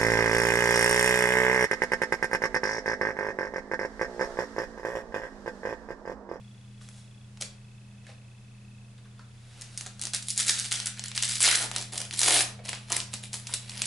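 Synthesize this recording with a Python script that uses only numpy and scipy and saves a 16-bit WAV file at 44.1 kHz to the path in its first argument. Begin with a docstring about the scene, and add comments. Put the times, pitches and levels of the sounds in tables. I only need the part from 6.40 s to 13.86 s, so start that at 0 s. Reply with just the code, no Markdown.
"""Foil card pack in two hands, close to a camera in a small room: picked up, pinched, ripped open, stripped.
Creases buckle in single snaps, made as kicked resonances; rubbing and tearing shed showers of tiny clicks
filtered in bands. Cards knock dully, and the room answers with short tails of decaying noise.
Behind lie shaped noise for air and wavering sines for an appliance; a faint pulsing whine sits near the mic."""
import sys
import numpy as np
from scipy import signal
from scipy.fft import rfft, irfft
from scipy.io import wavfile
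from scipy.ndimage import uniform_filter1d

SR = 44100
rng = np.random.default_rng(int(sys.argv[2]) if len(sys.argv) > 2 else 0)


def output_pcm(signal):
    """Save a mono or channel-first signal as 16-bit PCM at the path in sys.argv[1].

    Samples are clipped to [-1, 1] before scaling.
    """
    pcm = np.clip(np.atleast_2d(signal).T, -1, 1) * 32767
    wavfile.write(sys.argv[1], SR, np.round(pcm).astype(np.int16))


N = 328986
TOP_HZ = 11020  # upper edge of what the camera keeps


def undb(db):
    """Decibels to gain."""
    return 10 ** (np.asarray(db) / 20)


def unit(x):
    """Scale to rms 1."""
    return x / np.sqrt(np.mean(x ** 2) + 1e-20)


def band(x, lo_hz, hi_hz, order=2):
    """Causal band-pass."""
    edges = [lo_hz, min(hi_hz, SR / 2 - 100)]
    sos = signal.butter(order, edges, "band", fs=SR, output="sos")
    return signal.sosfilt(sos, x + 1e-18)


def colour(points, hz):
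    """Gain of a (f/Hz, level/dB) spectrum at the given frequencies."""
    f, db = np.transpose(points)
    return undb(np.interp(np.log(hz + 1), np.log(f), db))


def walk(rate):
    """Random drift around zero with rate knots a second, smoothed over 50 ms."""
    knots = rng.standard_normal(400)
    drift = np.interp(np.arange(N) / SR * rate, np.arange(len(knots)), knots)
    return uniform_filter1d(drift, SR // 20)


def curves(table):
    """The columns of a timed table, one value per sample; the end rows hold outside it."""
    s, *columns = np.transpose(table)
    return [np.interp(np.arange(N) / SR, s, c) for c in columns]


def add(out, s, sound):
    """Mix a sound in at a time."""
    i = int(np.clip(s * SR, 0, N - 1))
    out[i:i + len(sound)] += sound[:N - i]


def air(side_hz=900, side_share=0.93, level_db=-57):
    """Steady ventilation and hiss: shaped noise whose deep bass is nearly alike on both sides."""
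    # density of the background air before overall scaling: f/Hz, level/dB per Hz
    air_points = [(20, -22), (35, -10), (55, -5.5), (95, 4), (150, 0.5), (200, 0.5), (300, -8.5),
                  (600, -12.5), (1200, -16.5), (2500, -17), (5000, -21), (11000, -24.5)]
    hz = np.fft.rfftfreq(N, 1 / SR)
    mid, side = rfft(rng.standard_normal((2, N))) * colour(air_points, hz)
    side = side * side_share * np.sqrt(hz / (hz + side_hz))
    left_right = irfft(np.array([mid + side, mid - side]), N)
    return undb(level_db) * unit(left_right)


def hum(waver_rate=5, lift_db=3):
    """Wavering motor and mains hum, heard a little louder as the gain on it is raised from 3 to 5 s."""
    # shaft, mains and casing lines: f/Hz, level/dB rms before the gain is raised, waver share
    hum_lines = [(30.2, -64, 0.25), (37.8, -74, .3), (83.5, -76.5, 1), (88, -65, 0.43), (120, -49.5, 0.067),
                 (202.5, -57.5, 0.37), (242, -88, 0.15)]
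    t = np.arange(N) / SR
    out = 0
    for hz, db, waver in hum_lines:
        drift = 1 + waver * (walk(waver_rate) + 1j * walk(waver_rate))
        phasor = drift * np.exp(2j * np.pi * (hz * t + rng.random()))
        out = out + undb(db) * unit(phasor.real)
    return out * undb(lift_db * np.interp(t, [3.0, 5.0], [0, 1]))


def whine(pulse_s=0.0024, uneven_db=2.0, waver_rad=0.77):
    """Thin, slightly uneven pips at a fixed rate, like a small lens motor stepping near the mic."""
    # stretches of whine: start t/s, end t/s, f/Hz, pulses a second, level/dB rms of the ungated pip train
    whine_runs = [(0.014, .86, 3400, 30, -68.5), (0.014, .86, 2590, 30, -73.5), (1.151, 2.5, 2590, 30, -68),
                  (1.181, 3.2, 3450, 15, -76.5), (2.518, 3.15, 2590, 30, -78)]
    t = np.arange(N) / SR
    out = np.zeros(N)
    for start, end, hz, rate, db in whine_runs:
        from_pip = ((t - start) * rate + .5) % 1 - .5  # distance in pulse periods
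        envelope = np.exp(-.5 * (from_pip / rate / pulse_s) ** 2)
        pips = envelope * np.sin(2 * np.pi * hz * t + waver_rad * walk(30.7))
        sounding = (t > start - 2 * pulse_s) * (t < end)
        out += undb(db) * unit(pips * undb(uneven_db * walk(11.77))) * sounding
    return out


def hands(push_range_db=20.5, grip_db_per_s=4000, let_go_db_per_s=900):
    """Work on the foil, its free flexing and fineness of creases, in dB; the strongest push or pull leads."""
    # finger pushes: hardest moment t/s, swell/s, fade/s, crackle level/dB,
    # finest creases against mid-sized facets level/dB
    finger_pushes = [(.414, .02, 0.29, -56.5, 7), (.58, 0.23, 0.15, -57, 10), (1.008, .007, .04, -41, 5.5),
                     (1.696, 0.063, 0.062, -52, -3), (3.22, 0.33, 0.32, -53, 2),
                     (3.39, 0.24, 0.26, -50.5, 5), (3.467, .02, 0.023, -39, 3),
                     (3.655, 0.12, 0.067, -47.5, 3), (3.742, 0.01, 0.043, -30.5, 5.5),
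                     (3.905, 0.049, 0.043, -32.5, 24), (3.999, 0.038, 0.055, -25, 10.5),
                     (4.096, 0.046, 0.041, -20, 10.5), (4.193, .14, 0.086, -32.5, 11),
                     (4.25, 0.027, 0.057, -34, 8.5), (4.318, 0.017, 0.18, -31, 6.5),
                     (4.465, .015, 0.074, -36.5, -1), (4.578, 0.026, .06, -44.5, -1),
                     (4.66, 0.084, .13, -46, -9), (4.764, 0.026, .08, -33.5, 5.5),
                     (4.826, 0.011, 0.078, -27.5, 8.5), (4.905, 0.059, 0.16, -29.5, 12),
                     (4.96, .14, 0.051, -31.5, 11.5), (5.365, 0.046, .11, -36, 0),
                     (5.525, 0.0065, 0.19, -37, 5.5), (5.603, 0.043, 0.11, -39.5, -1.5),
                     (5.734, 0.022, 0.062, -35.5, 0), (6.252, 0.015, 0.22, -41.5, -2),
                     (6.29, 0.032, 0.049, -36.5, -5.5), (6.339, .06, 0.063, -42, -9),
                     (6.521, 0.041, 0.12, -33.5, -3.5), (6.568, 0.066, 0.057, -34, -1.5),
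                     (6.737, 0.023, 0.043, -38, 1), (6.836, 0.011, 0.046, -38.5, 4),
                     (6.937, 0.017, .09, -36.5, 5.5), (7.144, .13, 0.058, -39.5, -0.5),
                     (7.436, 0.29, 0.039, -39, -1.5)]
    # ripping the seam: t/s, crackle level/dB, finest creases level/dB
    seam_pull = [(5.006, -25.5, 8), (5.042, -15.5, 1), (5.14, -27.5, 3.5), (5.154, -25, 2),
                 (5.198, -33, 3.5), (5.22, -28.5, 5.5), (5.26, -39, 9)]
    # stripping the wrapper: t/s, crackle level/dB, finest creases level/dB
    wrapper_pull = [(5.77, -39, 6), (5.776, -34, 6.3), (5.784, -37, 7.2), (5.79, -30.5, 6.1),
                    (5.902, -22, 2.6), (6.008, -23, 5.3), (6.015, -26.5, 5.7)]
    # slack, little when pinched taut, more when torn open: t/s,
    # whole-sheet flexing against mid-sized facets level/dB
    wrapper_slack = [(.4, -4), (3.4, -7.5), (3.65, -2), (3.75, -16.5), (4.1, -17.5), (4.8, -18),
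                     (5.04, -19), (5.09, -13), (5.15, -15), (5.25, 2), (5.37, -7.5), (5.6, -4),
                     (5.82, -17.5), (5.89, -6), (6.02, -10), (6.5, -9.5), (7.45, -11.5)]
    t = np.arange(N) / SR
    work_db, fine_db = np.full(N, -100.), np.zeros(N)
    for s, swell_s, fade_s, db, fine in finger_pushes:
        # a push gains push_range_db over its swell and loses it over its fade
        push_db = db - push_range_db * np.maximum((s - t) / swell_s, (t - s) / fade_s)
        fine_db = np.where(push_db > work_db, fine, fine_db)
        work_db = np.maximum(work_db, push_db)
    for pull in (seam_pull, wrapper_pull):
        db, fine = curves(pull)
        taking_hold = grip_db_per_s * np.maximum(pull[0][0] - t, 0)
        letting_go = let_go_db_per_s * np.maximum(t - pull[-1][0], 0)
        pull_db = db - taking_hold - letting_go
        fine_db = np.where(pull_db > work_db, fine, fine_db)
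        work_db = np.maximum(work_db, pull_db)
    return work_db, curves(wrapper_slack)[0], fine_db


def shower(rate, size_db):
    """Random impulses at a moving rate, mostly small, a few large."""
    hits = rng.random(N) < rate / SR
    sizes = hits * undb(size_db * np.minimum(rng.exponential(size=N), 4))
    # dividing by the local rms keeps the shower's loudness even; the work level sets it
    nearby = np.abs(uniform_filter1d(sizes ** 2, SR // 50))
    return sizes / np.sqrt(nearby + rate / SR / 2)


def crackle(work_db, sheet_db, fine_db, clicks_per_s=950, crowding=.55, size_db=3.5, facet_db=4,
            rub_share=0.093, slide_db=-53, flap_octaves=0.18, sheet_hz=1100, fine_hz=5000, count=16):
    """Tiny clicks, denser when the foil is worked harder; each shakes its own mix of large and small facets."""
    # colour of crackling foil: f/Hz, level/dB per Hz
    foil_points = [(250, -6), (450, -7.5), (720, -3), (950, -6.5), (1150, -7), (1550, 3.5), (2300, 2.5),
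                   (4200, 3.5), (7000, -2), (11000, 4)]
    # seam rip, the freed flap grows so its resonance falls: t/s, flap f/Hz, emphasis level/dB
    seam_rip = [(4.995, 10000, -6), (5.008, 9200, 9), (5.035, 7760, 9.5), (5.06, 4300, 7.5),
                (5.085, 3030, 6), (5.11, 1720, 11), (5.15, 1670, 3.5), (5.225, 1680, 4.5), (5.27, 1600, -6)]
    flap_hz, flap_db = curves(seam_rip)
    clicks = shower(clicks_per_s * undb(crowding * (work_db + 32)), size_db)
    edges = np.geomspace(250, 11500, count + 1)
    centres = np.sqrt(edges[:-1] * edges[1:])
    # the whole sheet radiates the lows, mid-sized facets the middle, fine creases the top
    sheet = 1 / (1 + (centres / sheet_hz) ** 8)
    fine = 1 / (1 + (fine_hz / centres) ** 6)
    sizes = np.array([sheet, (1 - sheet) * (1 - fine), fine])
    shares = sizes * colour(foil_points, centres) ** 2 * centres
    shares = shares / shares.sum(axis=1, keepdims=True)
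    drive = undb([sheet_db, np.zeros(N), fine_db]) ** 2
    # a light touch mostly slides over the foil with a smooth swish; a firm one buckles it
    sliding = np.clip(rub_share + 1 / (1 + undb(work_db - slide_db) ** 2), 0, 1)
    out, power = np.zeros(N), np.zeros(N)
    for lo, hi, hz, share in zip(edges[:-1], edges[1:], centres, shares.T):
        own_sizes = undb(facet_db * rng.uniform(-2, 2, N))
        buckling = unit(clicks * rng.choice([-1, 1], N) * own_sizes)
        push = np.sqrt(1 - sliding) * buckling + np.sqrt(sliding) * rng.standard_normal(N)
        flap = flap_db * np.exp(-.5 * (np.log2(hz / flap_hz) / flap_octaves) ** 2)
        gain = np.sqrt(share @ drive) * undb(flap)
        out += gain * unit(band(push, lo, hi))
        power += gain ** 2
    # dividing by the summed band power leaves the level to the hands
    return undb(work_db) * out / np.sqrt(power)


def click(hz, ring_s, grit, span, broad_db):
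    """A kick and a dying rattle through one resonance and as a broad crack; energy of 1 ms at rms 1."""
    t = np.arange(SR // 20) / SR
    rattle = rng.standard_normal(len(t)) * np.exp(-t / (2 * max(ring_s, 1 / SR)))
    push = grit * unit(rattle) + unit(t == 0)
    ring = band(push, hz / (1 + span), min(hz * (1 + span), TOP_HZ))
    crack = band(push, hz / 3, min(hz * 4, TOP_HZ))
    return unit(unit(ring) + undb(broad_db) * unit(crack)) * np.sqrt(SR / 1000 / len(t))


def taps(grit=3.7, span=0.31, broad_db=-3):
    """Light, duller knocks of card and plastic: single kicks through a narrower resonance."""
    # cards against fingers, stands and table: t/s, level/dB as if packed into 1 ms,
    # main resonance f/Hz, ring time/s
    card_knocks = [(0.413, -47, 1470, 0.0051), (1.011, -45, 655, 0.0027), (1.024, -38, 462, 0.0052),
                   (1.667, -41.5, 1900, 0.0019), (1.689, -40.5, 595, 0.0069), (1.713, -54, 1100, 0.0043),
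                   (2.579, -51, 3900, 0.0051), (2.585, -53, 1400, .004), (2.655, -49, 1300, 0.0052),
                   (2.793, -41.5, 1170, 0.0014), (2.797, -44.5, 1370, 0.012), (6.19, -36.5, 570, 0.0072),
                   (6.504, -28, 920, 0.0027), (6.522, -29, 960, 0.0045), (6.738, -32.5, 193, 0.0057),
                   (7.0943, -38, 1210, 0.0024)]
    out = np.zeros(N)
    for s, db, hz, ring_s in card_knocks:
        add(out, s, undb(db) * click(hz, ring_s, grit, span, broad_db))
    return out


def snaps(creases, grit=1.78, span=0.77, broad_db=-7, sheet_hz=1300, sheet_span=1.0):
    """Each crease flips over at once, shakes the facet beside it and, more dully, the whole sheet."""
    out = np.zeros(N)
    for s, db, hz, ring_s, sheet_db in creases:
        facet = click(hz, ring_s, grit, span, broad_db)
        sheet = click(sheet_hz, ring_s, grit, sheet_span, broad_db)
        add(out, s, undb(db) * (facet + undb(sheet_db) * sheet))
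    return out


def lesser_creases(work_db, sheet_db, count=300, yield_db=-50, per_s=20, over_db=10.5, top_db=-28,
                   scatter_db=5, centre_hz=6400, octaves=0.18, ring_s=0.00032, flex_db=-9.5):
    """Rows for snaps(): creases give way at random above the yield level, stronger under harder work."""
    rows, s = [], 0
    for gap, size, facet in rng.standard_normal((count, 3)):
        s += np.exp(gap / 2) / per_s
        i = int(s * SR)
        if i < N and work_db[i] > yield_db:
            # top_db caps the typical level; the scatter comes on top
            db = min(work_db[i] + over_db, top_db) + scatter_db * size
            hz = centre_hz * 2 ** (octaves * np.clip(facet, -2, 2))
            rows.append((s, db, hz, ring_s, sheet_db[i] + flex_db))
    return rows


def echoes(build_s, count=12, t60_low_s=0.57, t60_high_s=0.25):
    """One dense room tail of unit energy: bands of decaying noise whose treble dies first."""
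    t = np.arange(SR // 2) / SR
    edges = np.geomspace(200, 12000, count + 1)
    tail = np.zeros(len(t))
    for lo, hi, t60 in zip(edges[:-1], edges[1:], np.linspace(t60_low_s, t60_high_s, count)):
        fade = np.exp(-np.log(1000) * t / t60) * (1 - np.exp(-t / build_s))
        tail += np.sqrt(hi - lo) * unit(band(rng.standard_normal(len(t)), lo, hi) * fade)
    return tail / np.linalg.norm(tail)


def room(upward, sideways, level_db=-7, side_db=-3, side_low_hz=450, side_top_hz=7000,
         build_s=0.00017, hand_turn=2.09):
    """Table and walls answer; the echo pattern keeps changing as the hands move."""
    one = signal.fftconvolve(upward, echoes(build_s))[:N]
    other = signal.fftconvolve(sideways, echoes(build_s))[:N]
    angle = hand_turn * walk(4)  # radians
    mid = np.cos(angle) * one + np.sin(angle) * other
    # long waves reach both microphone ports alike
    side = np.cos(angle) * other - np.sin(angle) * one
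    side = band(side, side_low_hz, side_top_hz, order=1)
    return undb(level_db) * (mid + undb(side_db) * side * np.array([[1], [-1]]))


def limiter(x, threshold_db=-16, release_db_per_s=50, ceiling=.48):
    """Turns both sides down at once when loud, recovers steadily, and rounds spikes that slip through."""
    power = np.abs(uniform_filter1d(np.mean(x ** 2, axis=0), SR // 400))
    over_db = np.maximum(10 * np.log10(power + 1e-12) - threshold_db, 0)
    recovery = release_db_per_s * np.arange(N) / SR
    cut_db = np.maximum.accumulate(over_db + recovery) - recovery
    held = x * undb(-cut_db)
    return held / (1 + (held / ceiling) ** 6) ** (1 / 6)


def scene():
    """Foil and taps in the middle, close to the mic, with the room and background around them."""
    # the loudest buckling creases: t/s, level/dB as if packed into 1 ms, facet centre f/Hz,
    # ring time/s, flexing of the surrounding sheet level/dB against the facet
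    loud_creases = [(.488, -40, 7500, .0008, -5), (.973, -45, 4100, .0015, -3.5),
                    (1.011, -25, 6260, 0.0035, -25), (1.022, -22, 5000, 0.0017, -14.5),
                    (3.212, -33, 6300, 0.00022, -20), (3.2196, -30.5, 6540, .0009, -29),
                    (3.3756, -22, 7200, 0.0023, -38), (3.41, -27.5, 6400, 0.00081, -11),
                    (3.463, -31.5, 4400, 0.00062, -14), (3.595, -33.5, 5600, .0006, -17),
                    (3.6145, -22.5, 6900, 0.00094, -30), (3.622, -24.5, 5700, 0.0015, -25),
                    (3.637, -25, 6600, 0.00069, -20), (3.6536, -22, 7200, .0002, -16),
                    (3.670, -26.5, 5460, 0.00086, -11), (3.735, -20, 5350, 0.0036, -15),
                    (3.747, -18.5, 7460, 0.0006, -35), (3.762, -25, 5500, 0.00071, -30),
                    (3.8253, -28.5, 7300, 0.0012, -32), (3.904, -19, 9800, .0006, -41),
                    (3.977, -14, 8300, 0.002, -35), (4.082, -17, 7600, 0.00087, -29),
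                    (4.198, -18.5, 8050, 0.00017, -34.5), (4.3125, -22.5, 6030, 0.0015, -23),
                    (4.3245, -16, 6400, 0.0013, -40), (4.401, -21, 4770, 0.001, -14),
                    (4.4585, -19.5, 8850, 0.00094, -21), (4.470, -19.5, 6000, 0.00089, -31),
                    (4.5944, -25.5, 5350, 0.00059, -14), (4.639, -25, 6300, .0007, -14.5),
                    (4.659, -28, 5980, 0.00044, -20), (4.683, -28, 8400, 0.00022, -30),
                    (4.716, -31.5, 3800, .0005, -8), (4.750, -30, 5340, 0.0019, -28),
                    (4.762, -25, 7100, 0.0011, -27), (4.777, -17, 3600, 0.001, -23),
                    (4.8245, -18.5, 6200, 0.0012, -27), (4.835, -21, 3900, 0.0015, -28.5),
                    (5.005, -15.5, 8800, .0008, -16), (5.078, -10.5, 4450, 0.00032, -7),
                    (5.1134, -14.5, 2030, 0.00028, -15), (5.155, -7.5, 7250, 0.0015, -27),
                    (5.3145, -26.5, 5100, 0.0004, -2.5), (5.3624, -17, 4600, 0.00052, -27.5),
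                    (5.4246, -27, 6610, 0.0011, -14), (5.5796, -19.5, 6700, 0.00043, -25),
                    (5.603, -25.5, 6860, 0.00098, -14), (5.710, -27, 3430, .0002, -35),
                    (5.7386, -25.5, 5100, .0004, -22), (5.7923, -10.5, 7150, 0.00026, -38),
                    (5.816, -13, 6450, 0.00055, -10), (5.832, -12, 5300, 0.001, -12.5),
                    (5.882, -8.5, 6730, 0.0036, -4.5), (6.006, -17.5, 7940, .0007, -4),
                    (6.292, -22.5, 6600, 0.00093, -9), (6.331, -27, 3350, 0.0005, -1),
                    (6.52, -15.5, 7850, .0006, -11), (6.526, -17.5, 6300, 0.00036, -36),
                    (6.566, -15, 6760, 0.00065, -11.5), (6.603, -22, 4400, .0002, -35),
                    (6.738, -23, 5700, 0.0025, -11.5), (6.932, -26, 7670, 0.00028, -24),
                    (6.941, -23.5, 6800, .0013, -10), (7.07, -26.5, 5050, 0.0022, -24.5),
                    (7.139, -16.5, 6800, 0.0028, -19), (7.295, -28.5, 3990, 0.0012, -18),
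                    (7.419, -15.5, 5170, 0.00031, -19), (7.456, -22, 7800, 0.0013, -15)]
    work_db, sheet_db, fine_db = hands()
    background = air() + hum() + whine()
    handling = crackle(work_db, sheet_db, fine_db) + taps()
    handling = handling + snaps(lesser_creases(work_db, sheet_db))
    # a loud buckling crease sounds a little different in every direction
    forward, upward, sideways = (handling + snaps(loud_creases) for _ in range(3))
    return forward + room(upward, sideways) + background


def record(dry):
    """The camera limits the loudest peaks and cuts the top steeply."""
    lowpass = signal.ellip(10, .2, 70, TOP_HZ, fs=SR, output="sos")
    return signal.sosfilt(lowpass, limiter(dry))


dry = scene()
out = record(dry)
output_pcm(out)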